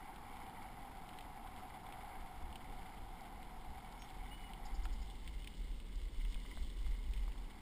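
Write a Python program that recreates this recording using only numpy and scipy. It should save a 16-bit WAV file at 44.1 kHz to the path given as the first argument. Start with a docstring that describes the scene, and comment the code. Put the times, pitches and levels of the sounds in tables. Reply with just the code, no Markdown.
"""Low wind on the microphone and the roar of bicycle tyres on gravel, heard from the rider's chest.
Below, air rings in the tread grooves, grit crackles, stones snap away and dull knocks dot the roar.
Farther off, birds whistle twice and trill among echoing trees. Midway the rider leans over the bars:
the roar is shielded and fades, and eddies buffet the microphone harder.
The camera's image is nearly mono, with a faint hiss that differs between the channels."""
import sys
import numpy as np
from scipy import signal
from scipy.fft import rfft, irfft
from scipy.io import wavfile
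from scipy.ndimage import uniform_filter1d

SR = 44100
rng = np.random.default_rng(int(sys.argv[2]) if len(sys.argv) > 2 else 0)


def int16_out(signal):
    """Quantize to a 16-bit WAV file."""
    q = np.round(np.clip(np.atleast_2d(signal).T, -1, 1) * 32767)
    wavfile.write(sys.argv[1], SR, q.astype(np.int16))


N = 335595
TIME = np.arange(N) / SR
FREQS = np.fft.rfftfreq(N, 1 / SR)

# the ride: t/s, pitch factor of the tread roar, lean over the bars (0-1)
RIDE = [(0, 1.067, 0.03), (.9, 1.023, 0.1), (1.6, 1.014, 0), (3.2, 1.005, 0.2), (4.6, 1.04, 0.36),
        (5.1, 1.05, 0.97), (6.5, 1.11, 0.94), (7.25, 1.09, 0.7), (7.5, 1.04, 0.47)]
# gusts on the microphone: middle t/s, length/s, peak level/dB
GUSTS = [(2.21, 0.14, -45), (2.457, 0.19, -41.5), (2.757, .25, -48), (3.05, .25, -51.5), (3.71, 0.098, -45),
         (4.208, 0.17, -48), (4.86, 0.6, -39.5), (5.322, 0.19, -43.5), (5.696, .28, -42.5),
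         (6.026, .2, -39.5), (6.265, .32, -36), (6.629, 0.17, -35), (6.876, 0.28, -34.5),
         (7.177, 0.36, -35.5), (7.415, .16, -44.5)]
# spectra of the eddies and of the camera mount's shudder in a lean: f/Hz, relative level/dB
EDDY_COLOUR = [(8, -1), (22, 3), (36, 0), (48, -6), (62, -6.5), (78, -20), (110, -31), (600, -73)]
SHUDDER_COLOUR = [(10, -23.5), (28, -5.5), (40, 0), (50, -9.5), (62, -13), (76, -41), (200, -65)]
# tread roar at the chest, shielded while the rider leans: t/s, level/dB
ROAR_LEVEL = [(0, -55.5), (0.35, -54.5), (0.95, -56), (1.7, -55.5), (2.08, -52), (2.4, -57), (3.9, -57),
              (4.4, -60), (4.7, -57), (5.1, -65), (5.9, -76.5), (6.75, -77.0), (7.2, -72.0), (7.5, -64.5)]
# spectra of the tread roar and the low rolling noise: f/Hz, relative level/dB
ROAR_COLOUR = [(350, -21.5), (610, -18), (695, -4.5), (738, 2.5), (815, -2), (920, -6), (1050, -10.5),
               (1150, -17), (1280, -14), (1750, -22), (3000, -46)]
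ROLL_COLOUR = [(30, -4.5), (70, 1.5), (140, -2), (240, -0.5), (330, -6), (480, -10.5), (630, -17),
               (1000, -16.5), (1400, -23.5), (3000, -22), (5500, -31)]
# crunch under the tyres, louder on loose patches: t/s, level/dB before trim
GRIT_LEVEL = [(0.0, -67.5), (0.59, -64), (0.74, -65), (1.82, -67.5), (2.01, -63), (2.33, -66.5),
              (2.79, -65), (3.05, -68.5), (3.37, -68.5), (4.19, -65), (5.14, -67), (5.33, -66), (5.84, -69),
              (6.52, -62.5), (6.75, -65.5), (7.6, -65.5)]
# path from gravel to chest, rider upright and leaning: f/Hz, relative level/dB
PATH_UPRIGHT = [(400, -39.5), (900, 5.5), (1450, -3), (1780, -5.5), (2000, 4), (2230, 6), (2550, -9.5),
                (2900, -3.5), (3500, -4.5), (3950, -14), (4600, -13.5), (5600, -21.5)]
PATH_LEANING = [(400, -29.5), (1000, -3.5), (1300, -16), (1850, -9), (2130, 6.5), (2350, -9), (2600, -19),
                (2900, 3), (3230, -3), (3490, 0.5), (3850, -7.5), (4600, -10), (5600, -14)]
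# spectrum of the faint steady microphone hiss and air noise: f/Hz, relative level/dB
HISS_COLOUR = [(30, -17), (100, -1), (250, 1), (480, -3), (900, -27.5), (1600, -18), (3200, -15),
               (4400, -11), (5600, -14)]
# larger stones snapping from under a tyre: t/s, peak level/dB before trim
STONE_SNAPS = [(0.16, -45), (0.4663, -49), (1.091, -42), (1.1875, -37), (1.208, -44), (1.5633, -46),
               (1.9243, -40.5), (2.5277, -43.5), (2.5572, -37.5), (4.0212, -40.5), (4.5351, -39),
               (4.854, -38), (5.2765, -38), (5.445, -41), (5.474, -36.5), (5.8011, -43), (6.249, -45),
               (6.3445, -38), (7.1363, -40), (7.1773, -43), (7.32, -46)]
# the band of a hit: multiple of its centre pitch, relative level/dB
HIT_COLOUR = [(.25, -29), (.5, -6), (.68, 1), (1, 4), (1.4, -0.5), (2.2, -6)]
# short dull knocks and bumps in the tyre roar: t/s, peak level/dB before trim, centre f/Hz
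DULL_KNOCKS = [(1.4371, -52, 950), (4.8549, -39.5, 1450), (6.357, -49.5, 1010), (6.4512, -51, 1030),
               (6.5735, -44, 956), (6.8658, -48.5, 1090), (7.2799, -48.5, 996), (7.3577, -53, 1040)]
# bird whistles: start t/s, length/s, f/Hz, scoop from below as a share of f, starting level/dB
WHISTLES = [(3.988, .072, 5610, .15, -72.5), (4.297, .21, 2975, .07, -63)]


def gain_of(db):
    """Decibels to amplitude."""
    return 10 ** (np.asarray(db) / 20)


def unit_rms(x):
    """Scales to rms 1."""
    return x / np.sqrt(np.mean(x ** 2) + 1e-20)


def response(colour, hz):
    """Amplitude of a spectrum at hz, its points joined on a log-frequency axis."""
    f, db = np.transpose(colour)
    return gain_of(np.interp(np.log(hz + 1), np.log(f + 1), db))


def follow(rows):
    """The columns of a timed table at every sample."""
    times, *columns = np.transpose(rows)
    return [np.interp(TIME, times, column) for column in columns]


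def add(mix, start_s, sound):
    """Mixes a sound in at start_s."""
    part = mix[max(round(start_s * SR), 0):][:len(sound)]
    part += sound[:len(part)]


def noise(colour):
    """Steady noise of rms 1 with the given spectrum."""
    return unit_rms(irfft(rfft(rng.standard_normal(N)) * response(colour, FREQS), N))


def drift(rate_hz):
    """A smooth random wander of rms 1, mostly slower than rate_hz."""
    return unit_rms(irfft(rfft(rng.standard_normal(N)) * np.exp(-(FREQS / rate_hz) ** 2), N))


def ring(x, colour, size=2048):
    """Minimum-phase filter: every click rings out with the given spectrum."""
    log_gain = np.log(response(colour, abs(np.fft.fftfreq(size, 1 / SR))))
    taps = np.fft.ifft(np.exp(np.conj(signal.hilbert(log_gain)))).real
    return signal.oaconvolve(x, taps[:size // 2])[:len(x)]


def wind(breeze_db=-55.5, lean_db=8.5, shudder_db=7, steadiness=0.4):
    """Eddies thump right on the microphone and swell in gusts; as the rider bends low, the camera mount
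    shudders."""
    _, lean = follow(RIDE)
    power = gain_of(breeze_db + lean_db * lean) ** 2
    for middle_s, length_s, db in GUSTS:
        arch = np.cos(np.pi * np.clip((TIME - middle_s) / length_s, -.5, .5))
        power += (gain_of(db) * arch) ** 2
    shudder = gain_of(shudder_db) * lean
    eddies = (noise(EDDY_COLOUR) + shudder * noise(SHUDDER_COLOUR)) / np.sqrt(1 + shudder ** 2)
    # the gusts, more than chance, set the size of the eddies
    chance_swell = np.sqrt(uniform_filter1d(abs(signal.hilbert(eddies)) ** 2, size=3000))
    return np.sqrt(power) * unit_rms(eddies / chance_swell ** steadiness)


def tyres(roll_db=-58.5, flutter_db=0.8):
    """Below the microphone, air roars in the tread grooves over a low rolling noise."""
    pitch, _ = follow(RIDE)
    grooves = np.interp(np.cumsum(pitch) % N, np.arange(N), noise(ROAR_COLOUR))
    flutter = gain_of(flutter_db * drift(35))
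    roar = gain_of(follow(ROAR_LEVEL)[0]) * unit_rms(grooves * flutter)
    return roar + gain_of(roll_db) * noise(ROLL_COLOUR)


def snap(hz, t60, scatter, scatter_t60, size=2048):
    """One contact rings briefly, then smaller ones scatter; each t60 is the seconds to fall 60 dB."""
    t = np.arange(size) / SR
    contacts = scatter * rng.standard_normal(size) * gain_of(-60 * t / scatter_t60)
    contacts[0] = 1
    damped_tone = np.sin(2 * np.pi * hz * t) * gain_of(-60 * t / t60)
    return signal.fftconvolve(contacts, damped_tone)[:size]


def grit(per_s=2300, size_db=3.5, clump_db=1.5, trim_db=2, kinds=24):
    """Grains crack in clumps, each kind at its own pitch; the lean colours their path to the chest."""
    sizes = gain_of(size_db * np.minimum(rng.exponential(1, N), 5) + clump_db * drift(37))
    clicks = sizes * rng.choice([-1, 1], N) * (rng.random(N) < per_s / SR)
    kind = rng.integers(0, kinds, N)
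    grains = np.zeros(N)
    for k, hz in enumerate(np.linspace(900, 6000, kinds)):
        crack = snap(hz, t60=0.0023, scatter=0.055, scatter_t60=0.052)
        grains += signal.oaconvolve(clicks * (kind == k), crack)[:N]
    _, lean = follow(RIDE)
    at_chest = (1 - lean) * ring(grains, PATH_UPRIGHT) + lean * ring(grains, PATH_LEANING)
    return gain_of(follow(GRIT_LEVEL)[0] + trim_db) * unit_rms(at_chest)


def strikes(rows, trim_db, t60, scatter, scatter_t60):
    """Each hit (t/s, level/dB, f/Hz) snaps in a band round its pitch, then scatters smaller contacts."""
    hits = np.zeros(N)
    for start_s, db, hz in rows:
        band = [(hz * multiple, band_db) for multiple, band_db in HIT_COLOUR]
        hit = ring(snap(hz, t60, scatter, scatter_t60), band)
        add(hits, start_s, gain_of(db + trim_db) * hit / abs(hit).max())
    return hits


def stones(centre_hz=3040):
    """Larger stones snap from under a tyre and spray grit."""
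    rows = [(start_s, db, centre_hz) for start_s, db in STONE_SNAPS]
    return strikes(rows, trim_db=-4, t60=0.0015, scatter=0.12, scatter_t60=0.032)


def pebbles(peak_db=-52, spread_db=2, low_hz=2600, high_hz=4500, count=16):
    """Small pebbles tick away from the tyres at random."""
    rows = rng.uniform([0, peak_db - spread_db, low_hz],
                       [N / SR, peak_db + spread_db, high_hz], (count, 3))
    return strikes(rows, trim_db=0, t60=0.0015, scatter=0.095, scatter_t60=0.024)


def knocks():
    """Close by, short dull knocks and bumps sound in the tyre roar."""
    return strikes(DULL_KNOCKS, trim_db=1, t60=0.0011, scatter=0.094, scatter_t60=0.026)


def bird_note(hz, db, rasp):
    """A gliding tone with soft ends, roughened by a random waver in pitch."""
    waver = unit_rms(uniform_filter1d(rng.standard_normal(len(hz)), size=40))
    tone = np.sin(2 * np.pi * np.cumsum(hz * (1 + rasp * waver)) / SR)
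    return np.sqrt(2) * gain_of(db) * tone * signal.windows.tukey(len(hz), .25)


def whistles(throb_hz=7.7, throb_db=5.5, fade_db_per_s=32):
    """Each bird whistle scoops up to its pitch, throbs as it fades and sags at the end."""
    song = np.zeros(N)
    for start_s, length_s, hz, scoop_depth, db in WHISTLES:
        t = np.arange(0, length_s, 1 / SR)
        scoop = scoop_depth * np.exp(-t / (.11 * length_s))
        sag = .035 * (t / length_s) ** 3
        level_db = db + throb_db * np.sin(2 * np.pi * throb_hz * t) - fade_db_per_s * t
        add(song, start_s, bird_note(hz * (1 - scoop - sag), level_db, rasp=0.0036))
    return song


def trill(start_s=4.65, every_s=.091, chip_s=.023, base_hz=4200, arch_hz=950, first_db=-65, fade_db=.7):
    """A bird gives five evenly spaced chips, each arching in pitch and softer than the last."""
    song = np.zeros(N)
    glide_hz = base_hz + arch_hz * signal.windows.cosine(round(chip_s * SR))
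    for k in range(5):
        add(song, start_s + k * every_s, bird_note(glide_hz, first_db - k * fade_db, rasp=0.07))
    return song


def among_trees(song, echo_db=-8, t60=0.31):
    """Birdsong reaches the trail with a short echo from the trees."""
    t = TIME[:SR // 2]
    echo = rng.standard_normal(len(t)) * gain_of(-60 * t / t60)
    return song + gain_of(echo_db) * signal.oaconvolve(song, echo / np.linalg.norm(echo))[:N]


def scene(hiss_db=-77):
    """Both channels hear the trail alike; faint steady microphone hiss and air noise differ in each."""
    mid = wind() + tyres() + grit() + stones() + pebbles() + knocks()
    mid += among_trees(whistles() + trill())
    side = gain_of(hiss_db) * noise(HISS_COLOUR)
    return np.array([mid + side, mid - side])


def record(dry, corner_hz=5600, hold_hz=12000, edge_hz=15350):
    """The camera samples slowly and holds each sample, which mirrors the sound into the treble."""
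    spectrum = rfft(dry) / np.sqrt(1 + (FREQS / corner_hz) ** 48)  # steep low-pass
    bins = np.arange(len(FREQS))
    hold_bin = round(hold_hz * N / SR)
    source_bin = (bins + hold_bin // 2) % hold_bin - hold_bin // 2
    images = spectrum[:, abs(source_bin)]
    images = np.where(source_bin < 0, images.conj(), images)
    # each mirror image is weaker by about the ratio of the two frequencies
    droop = (abs(source_bin) / np.maximum(bins, 1)) ** 0.96
    top_cut = signal.firwin(511, edge_hz, window=("kaiser", 9), fs=SR)
    sign = np.where(source_bin < 0, -1, 1)
    return signal.oaconvolve(irfft(sign * images * droop, N), top_cut[None], "same")


dry = scene()
out = record(dry)
int16_out(out)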